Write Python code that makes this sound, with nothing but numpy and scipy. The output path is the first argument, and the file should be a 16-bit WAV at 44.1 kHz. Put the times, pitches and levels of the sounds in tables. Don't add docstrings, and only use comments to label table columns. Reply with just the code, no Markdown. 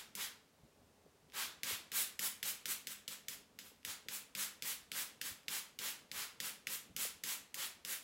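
import sys
import numpy as np
from scipy import signal
from scipy.fft import rfft, irfft
from scipy.io import wavfile
from scipy.ndimage import uniform_filter1d

SR = 44100
rng = np.random.default_rng(int(sys.argv[2]) if len(sys.argv) > 2 else 0)


def dump(signal):
    limited = np.clip(np.atleast_2d(signal).T, -1, 1)
    pcm = np.round(limited * 32767).astype(np.int16)
    wavfile.write(sys.argv[1], SR, pcm)


N = 354123
LEAD = SR // 4
AIR_DB = -69.5
EDGE_HZ = 15950

# frequency in Hz, relative level in dB.
AIR_SPECTRUM = [(15, -41), (25, -21.5), (86, -3), (119, -11), (152, -3.5), (188, -7), (240, -3), (274, -5),
                (359, -10.5), (410, -5.5), (495, -8), (1530, -18), (7300, -23.5), (15500, -30.5)]
# frequency in Hz, 60 dB decay time in seconds.
TILE_DECAYS = [(150, 0.97), (700, 0.49), (2000, 0.42), (4500, 0.37), (8000, 0.31), (15000, 0.22)]
# delay in seconds, level in dB.
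FIRST_ECHOES = [(.0005, -31), (.0031, -45), (.0037, -13), (.0052, -24), (.0089, -21), (0.0124, -26)]
# frequency in Hz, gain in dB.
SIDEWAYS_SPECTRUM = [(300, 4), (1300, 5.5), (2000, -4), (3400, -2), (4600, 0), (7000, 0.5), (10000, 2),
                     (16000, -0.5)]
# start in seconds, relative level in dB.
HAND_BUMPS = [(.63, -60), (1.72, -55), (3.875, -57.5), (4.052, -64), (5.309, -58), (6.0, -62), (6.895, -57),
              (6.941, -60), (7.134, -61)]
# frequency in Hz, relative level in dB.
BUMP_SPECTRUM = [(30, -22), (70, -1.5), (150, -1.5), (300, -10.0), (2000, -51)]
# start in seconds, level in dB, starting pitch in Hz.
WATER_SLOPS = [(1.062, -60, 600), (1.708, -50, 560), (1.801, -55.5, 520), (2.203, -57, 300),
               (3.715, -58, 660), (4.06, -55, 660), (7.05, -49, 720)]
# frequency in Hz, relative level in dB, 60 dB decay time in seconds.
BOTTLE_MODES = [(201, -36.5, 0.67), (286.9, -39.5, 0.47), (151, -38.5, 0.23), (251, -40, 0.31),
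                (439, -38, 0.091), (498, -40, 0.13)]
# frequency in Hz, gain in dB.
HUM_BAND = [(40, -37), (120, -3), (550, -2.0), (900, -24)]
# start in seconds, relative level in dB.
GRIP_TICKS = [(1.3, -47), (1.322, -41), (3.762, -54), (3.831, -47), (5.433, -46), (6.094, -54)]
# frequency in Hz, relative level in dB.
PLASTIC_SPECTRUM = [(200, -25), (1000, -23.5), (1400, -7), (1800, 3), (3400, 5), (4400, -2), (5000, 2.5),
                    (5600, -1.5), (7500, -3), (8700, -2.5), (13000, -1), (16000, -5)]
# frequency in Hz, dB of gain per unit of brightness.
BRIGHTNESS_TILT = [(4500, 0.024), (10000, 0.5)]
# frequency in Hz, relative level in dB, 60 dB decay time in seconds.
SPRING_MODES = [(7830, -19, 0.035), (7000, -19.5, 0.026), (6270, -23, 0.026), (5270, -27, 0.018)]
# frequency in Hz, relative level in dB.
JET_SPECTRUM = [(50, -50), (150, -20.5), (500, -8), (680, -16), (900, -5), (1200, -3), (2100, 0),
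                (3300, 1.5), (6300, -2.5), (7300, -0.5), (7900, -0.5), (8400, -4), (10200, -1.5),
                (16000, -4)]
# snap time in seconds, relative snap level in dB, snap brightness in tilt units,
# squirt length in seconds, relative squirt level in dB, relative fine mist level in dB.
PULLS = [(-0.14, -38, -6, .12, -47.5, .5), (0.1529, -33.5, 6.5, 0.11, -48, -0.5),
         (1.33, -58, -10, .136, -45, -2), (1.6338, -26, -4, 0.12, -46, 0),
         (1.9187, -28.5, -17, 0.12, -45, 6.5), (2.1934, -27.5, 1, 0.084, -46, 6),
         (2.4297, -27, -2, 0.073, -46.5, 4.5), (2.6571, -27, -2, .074, -47.5, 5),
         (2.8714, -30, 1, 0.045, -53, 3), (3.0797, -30, -3, 0.047, -53.5, 2),
         (3.2846, -30, 3.5, 0.041, -55, 2), (3.5896, -33.5, -11, 0.1, -66.3, 2),
         (3.8503, -28, -5, 0.068, -49.5, 0), (4.086, -29.5, -11, 0.089, -52, 4.5),
         (4.3517, -27.5, -14, 0.1, -47, 3.5), (4.6237, -28.5, -5, 0.11, -48, 4),
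         (4.9179, -28.5, -13, 0.12, -47.5, 3), (5.2147, -27, -7.5, 0.081, -50.5, 3.5),
         (5.483, -27.5, -9, 0.11, -47.5, 2.5), (5.7899, -28.5, -12, .131, -47, 1),
         (6.116, -32, -7, 0.14, -49, -0.5), (6.4029, -27, -6, 0.093, -49.5, 2.5),
         (6.671, -27.5, -6, 0.086, -50, 5), (6.965, -27.5, -1, 0.1, -47, 4.5),
         (7.238, -26.5, -4, .11, -48, 3.5), (7.544, -33, 4, 0.13, -48, 0.5),
         (7.8501, -31.5, -3, 0.1, -49, 4)]

USUAL_SQUIRT_S, USUAL_SQUIRT_DB = .1, -48
VALVE_S = .0075
SLACK_S_PER_DB = .0006
SLACK_SHARE = .13
LOW_HISS_DB, LOW_PER_MIST_DB = 2.5, -0.23
SPRING_DB, SPRING_PER_BRIGHTNESS_DB = 2.5, 0.55


def gain_of(db):
    return 10 ** (np.asarray(db) / 20)


def evened(x):
    return x / np.sqrt(np.mean(x ** 2) + 1e-20)


def read(points, hz):
    table_hz, value = np.transpose(points)
    return np.interp(np.log(hz + 1), np.log(table_hz + 1), value)


def add(mix, start_s, sound):
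    part = mix[max(LEAD + round(start_s * SR), 0):][:len(sound)]
    part += sound[:len(part)]


def coloured(x, points, extra=((1, 0), (2, 0))):
    hz = np.fft.rfftfreq(len(x), 1 / SR)
    gain = gain_of(read(points, hz) + read(extra, hz))
    return irfft(rfft(x) * gain, len(x))


def swell(t, peak_s):
    return t / peak_s * np.exp(1 - t / peak_s)


def ring(modes, detune, spread_db):
    t = np.arange(SR // 2) / SR
    out = np.zeros(len(t))
    for hz, db, t60_s in modes:
        decay = gain_of(db + spread_db * rng.normal() - 60 * t / t60_s)
        mode_hz = hz * (1 + detune * rng.normal())
        out += decay * np.sin(2 * np.pi * mode_hz * t)
    return out


def impact(brightness, uneven_db, size=1024):
    hz = abs(np.fft.fftfreq(size, 1 / SR))
    ripple = evened(uniform_filter1d(rng.standard_normal(size), size=22))
    ripple = ripple[np.round(hz * size / SR).astype(int)]
    db = read(PLASTIC_SPECTRUM, hz) + brightness * read(BRIGHTNESS_TILT, hz) + uneven_db * ripple
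    log_spectrum = np.conj(signal.hilbert(np.log(gain_of(db))))
    return np.fft.ifft(np.exp(log_spectrum)).real


def air():
    frames = dict(fs=SR, nperseg=1024, noverlap=768)
    hz, _, z = signal.stft(coloured(rng.standard_normal(N), AIR_SPECTRUM), **frames)
    patches = uniform_filter1d(rng.standard_normal(z.shape), size=7, axis=0)
    patches = evened(uniform_filter1d(patches, size=6, axis=1))
    waver = evened(uniform_filter1d(rng.standard_normal(z.shape[1]), size=8))
    depth_db = 1.5 / (1 + (hz[:, None] / 1000) ** 4)
    noise = signal.istft(z * gain_of(depth_db * (waver + patches)), **frames)[1]
    return gain_of(AIR_DB) * evened(noise[:N])


def bathroom(x, tail_db=1.5, first_db=-6, first_s=0.015):
    t = np.arange(SR // 12) / SR
    hits = rng.random(len(t)) < 4000 / SR
    taps = rng.standard_normal(len(t)) * hits * (t > .002) * np.exp(-t / first_s)
    taps *= gain_of(first_db) / np.linalg.norm(taps)
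    for delay_s, db in FIRST_ECHOES:
        taps[round(delay_s * SR)] += gain_of(db)
    frames, hop = dict(fs=SR, nperseg=256, noverlap=192), 64
    hz, _, z = signal.stft(x, **frames)
    keep = gain_of(-120 * hop / SR / read(TILE_DECAYS, hz))
    stored = np.array([signal.lfilter([0, 0, 0, 1 - k], [1, -k], abs(band) ** 2)
                       for band, k in zip(z, keep)])
    noise = signal.stft(rng.standard_normal(len(x)), **frames)[2]
    tail = signal.istft(np.sqrt(stored) * noise / noise.std(), **frames)[1][:len(x)]
    return signal.oaconvolve(x, taps)[:len(x)] + gain_of(tail_db) * tail


def hand(swell_s=0.01, bump_db=-5):
    out, t = np.zeros(N + LEAD), np.arange(SR // 6) / SR
    for start_s, db in HAND_BUMPS:
        thud = evened(coloured(rng.standard_normal(len(t)), BUMP_SPECTRUM))
        add(out, start_s, gain_of(db + bump_db) * swell(t, swell_s) * thud)
    return out


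def water(fall_s=.011, rest_hz=130, swell_s=.003, froth=.35):
    out, t = np.zeros(N + LEAD), np.arange(SR // 10) / SR
    for start_s, db, hz in WATER_SLOPS:
        turns = np.cumsum(rest_hz + (hz - rest_hz) * np.exp(-t / fall_s)) / SR
        splash_spectrum = [(60, -15), (hz / 2, -2), (hz, 0), (2 * hz, -20), (8 * hz, -45)]
        splash = evened(coloured(rng.standard_normal(len(t)), splash_spectrum))
        gulp = np.sin(2 * np.pi * turns) + froth * splash
        add(out, start_s, gain_of(db) * swell(t, swell_s) * gulp)
    return out


def hollow(hum_db=4, push_s=0.00487):
    out = np.zeros(N + LEAD)
    for snap_s, db, *_ in PULLS:
        hum = ring(BOTTLE_MODES, detune=.009, spread_db=2)
        add(out, snap_s + push_s, gain_of(db + hum_db) * hum)
    return coloured(out, HUM_BAND)


def trigger(uneven_db, chatter_db, snap_db=15, catch_db=1, catch_s=0.001406, chatter_s=0.0012, tick_db=8):
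    out, t = np.zeros(N + LEAD), np.arange(SR // 100) / SR
    for snap_s, db, brightness, *_ in PULLS:
        blow = gain_of(chatter_db) * rng.standard_normal(len(t)) * np.exp(-t / chatter_s)
        blow[0] = 1
        blow /= np.linalg.norm(blow)
        catch = impact(brightness - 3, uneven_db)
        snap = np.convolve(blow, impact(brightness, uneven_db))
        spring = ring(SPRING_MODES, detune=0.016, spread_db=1.5)
        spring_db = SPRING_DB + SPRING_PER_BRIGHTNESS_DB * brightness
        add(out, snap_s - catch_s, gain_of(db + catch_db) * catch)
        add(out, snap_s, gain_of(db + snap_db) * snap)
        add(out, snap_s, gain_of(db + spring_db) * spring)
    for start_s, db in GRIP_TICKS:
        add(out, start_s, gain_of(db + tick_db) * impact(-21, uneven_db))
    return out


def nozzle(jet_db=4.0, arch=0.82, coarse_arch=1.0, coarse_lead=0.72, drops_per_s=3500, drop_share=0.24,
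           flutter_db=1, mist_offset_db=-1.0):
    out, t = np.zeros(N + LEAD), np.arange(SR // 4) / SR
    low_pass = signal.butter(2, 1700, fs=SR, output="sos")
    for snap_s, _, _, length_s, db, mist_db in PULLS:
        slack_s = SLACK_S_PER_DB * (USUAL_SQUIRT_DB - db) + SLACK_SHARE * (USUAL_SQUIRT_S - length_s)
        hiss, drop_size, flutter = rng.standard_normal((3, len(t)))
        drops = evened(drop_size * (rng.random(len(t)) < drops_per_s / SR))
        jet = np.sqrt(1 - drop_share) * hiss + np.sqrt(drop_share) * drops
        jet *= gain_of(flutter_db * evened(uniform_filter1d(flutter, size=200)))
        low_db = LOW_HISS_DB + LOW_PER_MIST_DB * mist_db
        shade = [(1300, low_db), (3000, 0), (4500, 0), (9000, mist_db + mist_offset_db)]
        jet = coloured(jet, JET_SPECTRUM, shade)
        coarse = signal.sosfiltfilt(low_pass, jet)
        stroke = np.minimum(t / length_s, 1)
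        early = abs(np.sin(np.pi * stroke ** coarse_lead)) ** coarse_arch
        pressure = abs(np.sin(np.pi * stroke)) ** arch
        squirt = early * coarse + pressure * (jet - coarse)
        add(out, snap_s + VALVE_S + slack_s, gain_of(db + jet_db) * squirt)
    return out


def scene():
    room_noise = air()
    facing = trigger(uneven_db=2, chatter_db=-15)
    all_round = trigger(uneven_db=0, chatter_db=-40)
    snaps = facing + bathroom(coloured(all_round, SIDEWAYS_SPECTRUM), tail_db=0, first_db=-13.5)
    mist = nozzle()
    wet_mist = mist + bathroom(mist, tail_db=3.5, first_db=-1)
    bottle = hand() + water() + hollow() + snaps + wet_mist
    return np.array([bottle[LEAD:] + room_noise] * 2)


def record(dry):
    low_pass = signal.firwin(511, EDGE_HZ, window=("kaiser", 9), fs=SR)
    return signal.oaconvolve(dry, low_pass[None], "same")


dry = scene()
out = record(dry)
dump(out)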